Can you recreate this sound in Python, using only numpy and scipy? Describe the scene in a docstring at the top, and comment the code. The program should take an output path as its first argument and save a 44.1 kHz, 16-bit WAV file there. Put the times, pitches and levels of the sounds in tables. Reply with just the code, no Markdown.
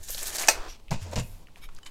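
"""A steel tape slides into its plastic case as a hiss of tiny clicks, with rattle and slaps.
Its hook snaps home: a few bounces ring the case. Then the case rubs in the hand: grainy noise, a whistle.
It lands on a counter with two booming knocks, made of noise through resonances and a gliding hum.
Last come small metal ticks, squeaks and touches, with soft noise for cloth and fingers.
Throughout, a lapel microphone gives low rumble and a faint hiss of air; a small shop echoes."""
import sys
import numpy as np
from scipy import signal
from scipy.fft import rfft, irfft
from scipy.io import wavfile

SR = 44100
rng = np.random.default_rng(int(sys.argv[2]) if len(sys.argv) > 2 else 0)


def bounce(signal):
    """Save signal as a 16-bit WAV file at the path given by the first command-line argument."""
    frames = np.transpose(np.atleast_2d(signal))
    limited = np.clip(frames, -1, 1)
    pcm = np.round(limited * 32767).astype(np.int16)
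    wavfile.write(sys.argv[1], SR, pcm)


def convert_level_to_amplitude(level_db):
    """Map a level in decibels to its linear amplitude factor."""
    exponent = np.asarray(level_db, float) / 20
    return 10 ** exponent


N = 83790  # length in samples, 1.9 s

# In every "colour" table the level is per Hz, and only the shape matters.
# The microphone moves with the body: t/s, sway level/dB, bump level/dB
RUMBLE_LEVELS = [(0.0, -26, -30), (0.052, -35, -47.5), (0.12, -33, -39), (0.222, -31.5, -57),
                 (0.264, -43, -44), (0.502, -44.5, -47), (0.576, -31, -33.5), (0.656, -46, -55),
                 (0.692, -48, -36), (0.724, -62, -45), (0.772, -39.5, -71), (0.894, -52, -45),
                 (0.91, -31, -51), (1.116, -45, -72), (1.174, -57, -32), (1.502, -50.5, -59),
                 (1.634, -25, -44.5), (1.814, -38, -79), (1.9, -40, -74)]
# colour of the sway, then of the bumps: f/Hz, level/dB
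SWAY_COLOUR = [(2, -16.5), (6, 5.5), (16, -7.5), (25, -25), (50, -86)]
BUMP_COLOUR = [(12, -41.5), (25, 12), (45, -12), (70, -9.5), (120, -22.5), (300, -66)]
# colour of the air: f/Hz, level/dB
AIR_COLOUR = [(24, -30.5), (40, 2), (135, -11), (663, -21.5), (896, -21), (1680, -36.5), (2320, -28.5),
              (11600, -39.5), (16000, -43)]
AIR_DB = -56

# The blade slides in: t/s, hiss level/dB, top hiss level/dB, case rattle level/dB
REEL_LEVELS = [(0.0, -60, -69, -60), (0.016, -61, -66, -60.5), (0.038, -49, -50.5, -74),
               (0.064, -52.5, -58, -70), (0.098, -42.5, -43.5, -48), (0.108, -40.5, -35.5, -54.5),
               (0.138, -41.5, -40.5, -71), (0.146, -40.5, -43.5, -48.5), (0.17, -42.5, -50.5, -59.5),
               (0.182, -38, -41, -44.5), (0.204, -40, -48, -55.5), (0.234, -41, -39, -41.5),
               (0.25, -43, -48.5, -51), (0.272, -33, -36, -44.5), (0.318, -44, -52.5, -47.5),
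               (0.36, -32.5, -36.5, -40), (0.378, -41.5, -54.5, -50), (0.384, -34, -41.5, -37.5),
               (0.426, -33.5, -39, -35.5), (0.466, -42.5, -59, -42), (0.47, -41, -48.5, -40.5)]
REEL_RUNS_ON_S = 0.015  # until the hook arrives
# colours of the hiss, the top hiss and the rattle: f/Hz, level/dB
BLADE_COLOUR = [(1060, -30), (1800, -2.5), (1990, -23.5), (2170, -13), (2490, -10.5), (3360, -9),
                (6740, -2), (10000, -6.5), (13000, -37)]
TOP_HISS_COLOUR = [(6000, -28), (9000, -15), (11000, 3.5), (13200, 0.5), (15500, -6.5), (17000, -46.5)]
RATTLE_COLOUR = [(88, -38), (170, -16), (399, -3), (512, -6), (618, 0.5), (947, -5.5), (1980, -5.5),
                 (3000, -10.5), (3900, -21), (6600, -120)]
GRAINS_PER_S, GRAIN_SPREAD_DB = 7000.0, 3
# The edge of the blade catches and rings; level relative to the hiss
CATCHES_PER_S, CATCHES_DB, CATCH_RING_CYCLES = 500.0, -8.5, 32
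# The blade slaps the mouth of the case:
# t/s, peak level of the noise near f/dB, f/Hz, time to fall 60 dB/s, broad noise as a share of it
SLAPS = [(0.032, -37, 7100, 0.23, 0.54), (0.087, -30, 7100, 0.07, 0.67), (0.0965, -38.5, 567, 0.022, .6),
         (0.1055, -23, 7600, 0.0098, 0.65), (0.147, -23, 4300, .015, .2), (0.148, -40, 520, 0.016, .05),
         (0.180, -31.5, 4040, 0.013, 0.31), (0.1915, -29, 4200, 0.0055, 0.35),
         (0.230, -24.5, 7650, 0.074, .6), (0.257, -30.5, 4100, 0.029, 0.405),
         (0.270, -27, 8400, 0.013, 0.95), (0.351, -25, 5500, 0.014, 0.31), (0.357, -20.5, 7300, 0.018, .5),
         (0.3685, -18, 8400, 0.01, .5), (0.385, -19, 5300, 0.01, 0.272), (0.397, -20.5, 6800, 0.025, 0.4),
         (0.4225, -21.5, 6500, 0.013, .5), (0.434, -26, 2310, 0.063, .5), (0.4745, -18, 6500, .025, 0.27)]
CLICK_OVER_PUFF, TAP_RING = 9, 0.3  # click height over noise rms; ring height over that peak

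SHOP_T60_S, SHOP_DB, WALL_CUT_HZ = 0.24, -19, 7000

# The hook hits and bounces: t/s, level/dB
BOUNCES = [(0.4837, -16.5), (0.4850, -4), (0.4877, -6.5), (0.4898, -19.5), (0.4932, -15.5), (0.498, -26.5),
           (0.512, -26), (0.520, -28)]
# Ringing tones of case and hook: f/Hz, level/dB, time to fall 60 dB/s
CASE_MODES = [(542.3, 1.5, 0.054), (633, -3.5, 0.12), (882, 1, 0.042), (1050, -4, 0.04), (1326, -3.5, 0.1),
              (1768, -5.5, 0.04), (2277, -12, 0.036), (2522, -6, 0.066), (2790, -9, 0.038),
              (3230, -15.5, 0.023), (4100, -7.5, 0.051), (4700, -13.5, 0.028), (5935, 10, 0.012),
              (7200, -2, .04), (6440, -3, 0.045), (6700, -8.5, 0.051), (7735, -10, 0.057), (8280, -8, 0.12)]
LONGEST_T60_S = 0.08  # longest ring allowed for any tone of the case, so it stays short within the echo
# colour of the snap's noise: f/Hz, level/dB
SNAP_COLOUR = [(88, -56), (150, -27), (612, 3.5), (1140, -10.5), (2500, 0.5), (3160, -12.5), (4080, -1.5),
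               (7470, -6), (14000, -14), (16000, -24.5)]
CRACK_DB, CRACK_T60_S = -15.5, 0.013  # level relative to each bounce
TAIL_DB, TAIL_T60_S = -18, 0.15
CHATTER_DB, CHATTER_T60_S = -34, 0.045  # the coiled blade shakes on after the hit
SNAP_LOW_CUT_HZ = 290

# The case rubs in the hand: t/s, rattle level/dB, scrape level/dB
RUB_LEVELS = [(0.53, -42.5, -50), (0.66, -42.5, -51.5), (0.685, -43, -49.5), (0.695, -58, -49),
              (0.72, -56, -52), (0.762, -63, -56.5), (0.786, -77, -81), (0.8, -60.5, -61.5),
              (0.81, -75, -79), (0.86, -81, -82)]
# colours of the rub's rattle and of the scrape: f/Hz, level/dB
RUB_COLOUR = [(200, -12), (400, 1.5), (800, -1.5), (1400, -2), (1800, -8), (4000, -34.5)]
SCRAPE_COLOUR = [(1000, -24), (2500, 2), (4500, 0.5), (5700, -3), (8000, -8.5), (11500, -23), (15500, -23),
                 (17000, -52)]
# The scrape whistles: t/s, level/dB
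WHISTLE_LEVELS = [(0.675, -78), (0.69, -49), (0.715, -48.5), (0.735, -55), (0.76, -75)]
# resonances of the whistle: f/Hz, width/Hz, level/dB
WHISTLE_RING = [(5700, 240, 1), (11520, 311, -10.5)]

# Small ticks, as in SLAPS: t/s, peak level/dB, f/Hz, time to fall 60 dB/s, broad share
TICKS = [(0.883, -40.5, 2640, .02, 0.23), (0.893, -43.5, 2620, 0.03, 0.22),
         (0.9085, -26.5, 5000, 0.015, 0.34), (1.114, -38, 7800, 0.011, 0.33),
         (1.158, -25, 5400, 0.017, 0.68), (1.030, -42, 8900, 0.018, .5), (1.197, -28, 7200, 0.058, 0.41),
         (1.471, -42, 2360, 0.0093, 0.15), (1.485, -48, 1500, 0.018, .1), (1.559, -39, 2476, 0.017, 0.51),
         (1.570, -48.5, 810, 0.02, 0.45), (1.689, -41, 1140, 0.035, 0.9), (1.691, -45.5, 2100, 0.035, 0.1),
         (1.7495, -43, 7630, .008, 0.93), (1.764, -42.5, 4800, 0.055, 0.1), (1.7825, -49, 1550, 0.011, 0.9),
         (1.7875, -45.5, 1550, 0.012, 2.9), (1.8315, -47, 1330, 0.0091, 0.23), (1.850, -45, 7500, .01, .3)]

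# The case lands and drags on the counter:
# t/s, scuff level/dB, mid knock level/dB, boom level/dB, top hiss level/dB
COUNTER_LEVELS = [(0.9075, -65, -57, -60, -65), (0.910, -38, -36.5, -40, -50),
                  (0.921, -40, -36, -29.5, -54), (0.931, -40, -46, -28.5, -54),
                  (0.979, -55, -52.5, -47.5, -79), (1.007, -54.5, -67, -48.5, -74),
                  (1.019, -46.5, -62, -58, -57), (1.071, -53.5, -45, -57, -71), (1.109, -56, -55, -48, -70),
                  (1.135, -43, -38.5, -58, -57), (1.1565, -60, -53, -44, -63),
                  (1.159, -34, -40.5, -34, -60), (1.183, -39.5, -40.5, -30.5, -53),
                  (1.197, -38, -39, -26, -58), (1.205, -45.5, -44.5, -32.5, -57),
                  (1.243, -58.5, -60, -40.5, -58), (1.273, -61, -58.5, -62, -56.5),
                  (1.359, -64.5, -64.5, -60, -63), (1.445, -69, -63, -55.5, -74), ]
# colours of the scuff and of the top hiss: f/Hz, level/dB
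SCUFF_COLOUR = [(710, -32), (1200, -3.5), (1600, -1.5), (2010, -3), (2550, -1), (3350, -3), (5220, -1.5),
                (6320, -4), (6980, -1), (10500, -18.5), (13600, -51)]
COUNTER_HISS_COLOUR = [(5000, -16), (8500, -1.5), (12500, 1.5), (16000, -11)]
# Resonances of the counter, middle then low: f/Hz, width/Hz, level/dB
MID_BODY = [(520, 150, -0.5), (657, 100, -0.5), (942, 135, -2.5), (1550, 150, -12.5), (2130, 190, -13)]
BOOM = [(56.1, 18, 4.5), (95, 35, 0.5), (167, 30, 1), (222.8, 25, 3)]
# The board hums under the case, its pitch gliding down, up at the second knock, then down:
# t/s, f/Hz, level/dB
HUM = [(0.907, 150.7, -41), (0.914, 141, -33), (0.945, 123, -31), (0.975, 108.8, -56), (1.005, 101.6, -65),
       (1.023, 94.4, -35), (1.09, 83, -42), (1.145, 84.7, -40.5), (1.158, 120, -40), (1.177, 123.5, -30.5),
       (1.204, 131.4, -31.5), (1.234, 120, -32), (1.249, 113.5, -61), (1.28, 99.7, -53),
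       (1.32, 101.5, -46.5), (1.385, 89, -56.5), (1.419, 90, -77)]
# A metal clip on the case chatters: t/s, level/dB, time to fall 60 dB/s
CLIP_BLOWS = [(0.912, -61.5, 0.21), (1.159, -61.5, 0.25), (1.197, -56.5, 0.057)]
# ringing tones of that clip: f/Hz, level/dB, time to fall 60 dB/s
CLIP_MODES = [(2550, -2, 0.048), (2780, -0.17, 0.033)]
# Corners of the case strike the counter: t/s, level/dB, brightness/dB per octave
KNOCKS = [(0.916, -25.5, 4.5), (0.921, -30, 2), (0.9265, -29, 4), (0.941, -31, -3), (1.126, -36, 1),
          (1.131, -31, -4), (1.135, -27.5, -6), (1.142, -35, 4), (1.162, -31, -5), (1.167, -28.5, 2),
          (1.175, -31, 0), (1.183, -34.5, -7)]

# Squeaky slides of metal on metal: middle t/s, level/dB, half length/s
SLIDES = [(1.138, -60, .014), (1.642, -51, .024)]
# resonances of the slides: f/Hz, width/Hz, level/dB
SLIDE_RING = [(2290, 67, 3.5), (3190, 100, 3), (3735, 90, 4), (5340, 54, -3.5), (6600, 60, -5),
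              (8300, 54, -11.5), (8900, 67, -23), (10400, 790, -1.5), (12800, 45, 2)]
# A metal part is touched: t/s, level/dB, length of the contact/s
TOUCHES = [(1.831, -49, 0.002), (1.859, -44.5, 0.0029), (1.8622, -35.5, 0.0046), (1.867, -44.5, 0.0097),
           (1.881, -58, 0.0059)]
# ringing tones of the part: f/Hz, level/dB, time to fall 60 dB/s
METAL_MODES = [(1140, -7, 0.015), (2026, -7, 0.038), (2360, -19, 0.064), (3020, -1.5, 0.059),
               (3680, -6, 0.039), (3940, -4.5, 0.036), (4300, -15, 0.05), (4800, -12.5, 0.058),
               (6800, -14.5, 0.034), (7600, -5, 0.023), (10200, -16, .04)]

# Cloth and fingers: t/s, level/dB
FIDGET_LEVELS = [(1.46, -78), (1.55, -74), (1.578, -54.5), (1.605, -68), (1.645, -51), (1.675, -87),
                 (1.72, -67), (1.75, -64), (1.79, -60), (1.80, -99), (1.85, -69), (1.865, -49), (1.9, -62)]
# their colour: f/Hz, level/dB
FIDGET_COLOUR = [(180, -54.5), (300, -29), (455, -10), (689, -31), (978, 5.5), (2400, 0), (13300, -9.5),
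                 (16000, -43)]

OVERLOAD = 0.94  # peaks are rounded off towards this height


def rms_one(x):
    """Scale a sound to rms 1."""
    return x / np.sqrt(np.mean(x ** 2) + 1e-20)


def gains(rows, hold=0):
    """Turn level columns into gains over time; the last row is held for hold seconds."""
    last = rows[-1]
    held = (last[0] + hold + 1e-4, *last[1:])
    times, *columns = np.transpose(list(rows) + [held])
    t = np.arange(N) / SR
    # -120 dB, in effect silence, outside the table
    return [convert_level_to_amplitude(np.interp(t, times, column, left=-120, right=-120)) for column in columns]


def white():
    """Even random noise: all frequencies alike."""
    return rng.standard_normal(N)


def colour(x, points):
    """Shape the spectrum of a sound; rms 1."""
    hz, db = np.transpose(points)
    log_f = np.log(np.fft.rfftfreq(N, 1 / SR) + 1)
    shape = convert_level_to_amplitude(np.interp(log_f, np.log(hz), db))
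    return rms_one(irfft(rfft(x) * shape, N))


def grains():
    """Dense random clicks of uneven size, as from rough surfaces."""
    sizes = convert_level_to_amplitude(GRAIN_SPREAD_DB * np.minimum(rng.exponential(1, N), 5))
    signs = rng.choice([-1, 1], N)
    return sizes * signs * (rng.random(N) < GRAINS_PER_S / SR)


def ring(clicks, hz, t60):
    """A resonance: each unit click starts a dying sine of height about 1."""
    r = convert_level_to_amplitude(-60 / (max(t60, 0.002) * SR))
    w = 2 * np.pi * hz / SR
    return signal.lfilter([0, np.sin(w)], [1, -2 * r * np.cos(w), r * r], clicks + 1e-18)


def body(resonances):
    """Noise through several resonances; a wide one dies sooner; rms 1."""
    parts = [convert_level_to_amplitude(db) * rms_one(ring(white(), hz, 2.2 / width)) for hz, width, db in resonances]
    return rms_one(sum(parts))


def dying(s, t60):
    """A level that jumps to 1 at s and then dies away."""
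    t = np.arange(N) / SR - s
    return (t >= 0) * convert_level_to_amplitude(-60 * np.maximum(t, 0) / max(t60, 0.002))


def band(x, low, high):
    """Keep one band of a sound."""
    return signal.sosfilt(signal.butter(2, [low, min(high, 15000)], "band", fs=SR, output="sos"), x)


def taps(rows, octaves):
    """Each tap: a click and dying noise near its pitch, a pure ring, and a broader part."""
    out, noise = np.zeros(N), white()
    for s, db, hz, t60, broad in rows:
        i = int(s * SR)
        puff = (noise * dying(s, t60))[i:i + 8192]
        puff[1] += CLICK_OVER_PUFF
        tone = band(puff, hz / 2 ** octaves, hz * 2 ** octaves)
        wide = band(puff, hz / 2, 4 * hz)
        tap = tone / abs(tone).max()
        tap += TAP_RING * ring(signal.unit_impulse(len(puff)), hz, t60)
        tap += max(broad, 0) * wide / abs(wide).max()
        out[i:i + 8192] += convert_level_to_amplitude(db) * tap
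    return out


def rumble():
    """The microphone moves with the body: slow sway and low bumps, made of deep noise."""
    sway, bump = gains(RUMBLE_LEVELS)
    return sway * colour(white(), SWAY_COLOUR) + bump * colour(white(), BUMP_COLOUR)


def air():
    """A steady, faint background noise."""
    return convert_level_to_amplitude(AIR_DB) * colour(white(), AIR_COLOUR)


def blade_catches():
    """Sparse uneven clicks, each ringing one of 16 short blade resonances; rms 1."""
    clicks = grains() * (rng.random(N) < CATCHES_PER_S / GRAINS_PER_S)
    pitches = np.geomspace(3200, 9000, 16)
    dealt = rng.integers(0, 16, N)  # which resonance each click rings
    return rms_one(sum(ring(clicks * (dealt == k), hz, CATCH_RING_CYCLES / hz)
                       for k, hz in enumerate(pitches)))


def reel():
    """The sliding blade: grainy hiss with ringing catches, and rattle of the case."""
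    hiss, top, rattle = gains(REEL_LEVELS, REEL_RUNS_ON_S)
    blade = colour(grains(), BLADE_COLOUR) + convert_level_to_amplitude(CATCHES_DB) * blade_catches()
    return (hiss * blade + top * colour(grains(), TOP_HISS_COLOUR)
            + rattle * colour(grains(), RATTLE_COLOUR))


def shop(x):
    """Echo of the room: the sound smeared by dulled noise that dies away."""
    t = np.arange(int(0.8 * SR)) / SR
    tail = rng.standard_normal(len(t)) * convert_level_to_amplitude(-60 * t / SHOP_T60_S)
    tail *= t > 0.008  # the echo starts a little late
    tail = signal.sosfilt(signal.butter(1, WALL_CUT_HZ, fs=SR, output="sos"), tail)
    return convert_level_to_amplitude(SHOP_DB) * signal.fftconvolve(x, tail / np.sqrt(np.sum(tail ** 2)))[:N]


def slaps():
    """The blade slaps the mouth of the case: short clicks with a pitch and ring."""
    return taps(SLAPS, octaves=0.28)


def snap():
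    """Bounces of the hook ring the case, each with a crack of noise; a noise tail follows."""
    out = np.zeros(N)
    luck = rng.normal(0, 1.5, (len(BOUNCES), len(CASE_MODES)))  # dB
    for k, (hz, mode_db, t60) in enumerate(CASE_MODES):
        clicks = np.zeros(N)
        for (s, db), luck_db in zip(BOUNCES, luck[:, k]):
            clicks[int(s * SR)] = convert_level_to_amplitude(db + mode_db + luck_db - 12)
        clicks += convert_level_to_amplitude(mode_db + CHATTER_DB) * dying(BOUNCES[1][0], CHATTER_T60_S) * grains()
        out += (-1) ** k * ring(clicks, hz, min(t60, LONGEST_T60_S))
    cracks = sum(convert_level_to_amplitude(db + CRACK_DB) * dying(s, CRACK_T60_S) for s, db in BOUNCES)
    tail = convert_level_to_amplitude(TAIL_DB) * dying(BOUNCES[0][0], TAIL_T60_S)
    out = out + (cracks + tail) * colour(white(), SNAP_COLOUR)
    return signal.sosfilt(signal.butter(3, SNAP_LOW_CUT_HZ, "high", fs=SR, output="sos"), out)


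def rub():
    """The case rubs in the hand: grainy rattle and scrape, with a whistle of narrow resonances."""
    rattle, scrape = gains(RUB_LEVELS)
    whistle = gains(WHISTLE_LEVELS)[0]
    return (rattle * colour(grains(), RUB_COLOUR) + scrape * colour(grains(), SCRAPE_COLOUR)
            + whistle * body(WHISTLE_RING))


def ticks():
    """Small parts tick: short clicks, each with a pitch and ring of its own."""
    return taps(TICKS, octaves=0.35)


def board_hum():
    """The board hums: one sine whose pitch and level glide."""
    s, hz, db = np.transpose(HUM)
    pitch = np.interp(np.arange(N) / SR, s, hz)
    cycles = np.cumsum(pitch) / SR + rng.random()
    return gains(list(zip(s, db)))[0] * np.sqrt(2) * np.sin(2 * np.pi * cycles)


def clip_chatter():
    """A metal clip chatters: dying noise rings its two tones."""
    chatter = sum(convert_level_to_amplitude(db) * dying(s, t60) for s, db, t60 in CLIP_BLOWS)
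    return sum(convert_level_to_amplitude(db) * ring(chatter * white(), hz, t60) for hz, db, t60 in CLIP_MODES)


def knocks():
    """Each corner blow rings the counter's resonances with strengths of its own."""
    s, db, tilt_db = np.transpose(KNOCKS)
    luck = rng.normal(0, 3.3, (len(s), len(MID_BODY)))  # dB
    out = 0
    for k, (hz, width, mode_db) in enumerate(MID_BODY):
        octaves_up = np.log2(hz / MID_BODY[1][0])
        clicks = np.zeros(N)
        clicks[(s * SR).astype(int)] = convert_level_to_amplitude(db + mode_db + luck[:, k] + tilt_db * octaves_up)
        out = out + (-1) ** k * ring(clicks, hz, 2.2 / width)
    return out


def counter():
    """The case on the counter: scuff, top hiss, knocks, resonant boom, hum and clip."""
    scuff, mid, boom, top = gains(COUNTER_LEVELS)
    tones = board_hum() + clip_chatter()
    noise = scuff * colour(grains(), SCUFF_COLOUR) + top * colour(white(), COUNTER_HISS_COLOUR)
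    return tones + noise + knocks() + mid * body(MID_BODY) + boom * body(BOOM)


def metal():
    """Squeaky slides swell and fade in their resonances; short contacts ring a small metal part."""
    t = np.arange(N) / SR
    swell = sum(convert_level_to_amplitude(db) * np.exp(-((t - s) / half) ** 4) for s, db, half in SLIDES)
    # a longer contact pushes less hard, so its energy stays the same
    push = sum(convert_level_to_amplitude(db) * (t >= s) * (t < s + length) / np.sqrt(length * SR)
               for s, db, length in TOUCHES)
    rings = sum(convert_level_to_amplitude(db) * ring(push * white(), hz, t60) for hz, db, t60 in METAL_MODES)
    return swell * body(SLIDE_RING) + rings + 4.4 * push * colour(grains(), SCUFF_COLOUR)


def fidget():
    """Cloth and fingers: soft grainy noise that comes and goes."""
    return gains(FIDGET_LEVELS)[0] * colour(grains(), FIDGET_COLOUR)


def scene():
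    """All near sounds with their echo, plus rumble and air."""
    near = ticks() + reel() + rub() + slaps() + snap() + counter() + metal() + fidget()
    background = rumble() + air()
    return (near + shop(near) + background)[None]


def band_limit(x):
    """A steep low-pass at the top of the band."""
    return signal.sosfilt(signal.butter(12, 16330, fs=SR, output="sos"), x)


def record(dry):
    """Round off the peaks, then cut the treble above 15900 Hz."""
    rounded = dry / (1 + (dry / OVERLOAD) ** 6) ** (1 / 6)
    treble_cut = signal.ellip(10, 0.5, 70, 15900, fs=SR, output="sos")
    mix = signal.sosfilt(treble_cut, rounded)
    return band_limit(mix)


dry = scene()
out = record(dry)
bounce(out)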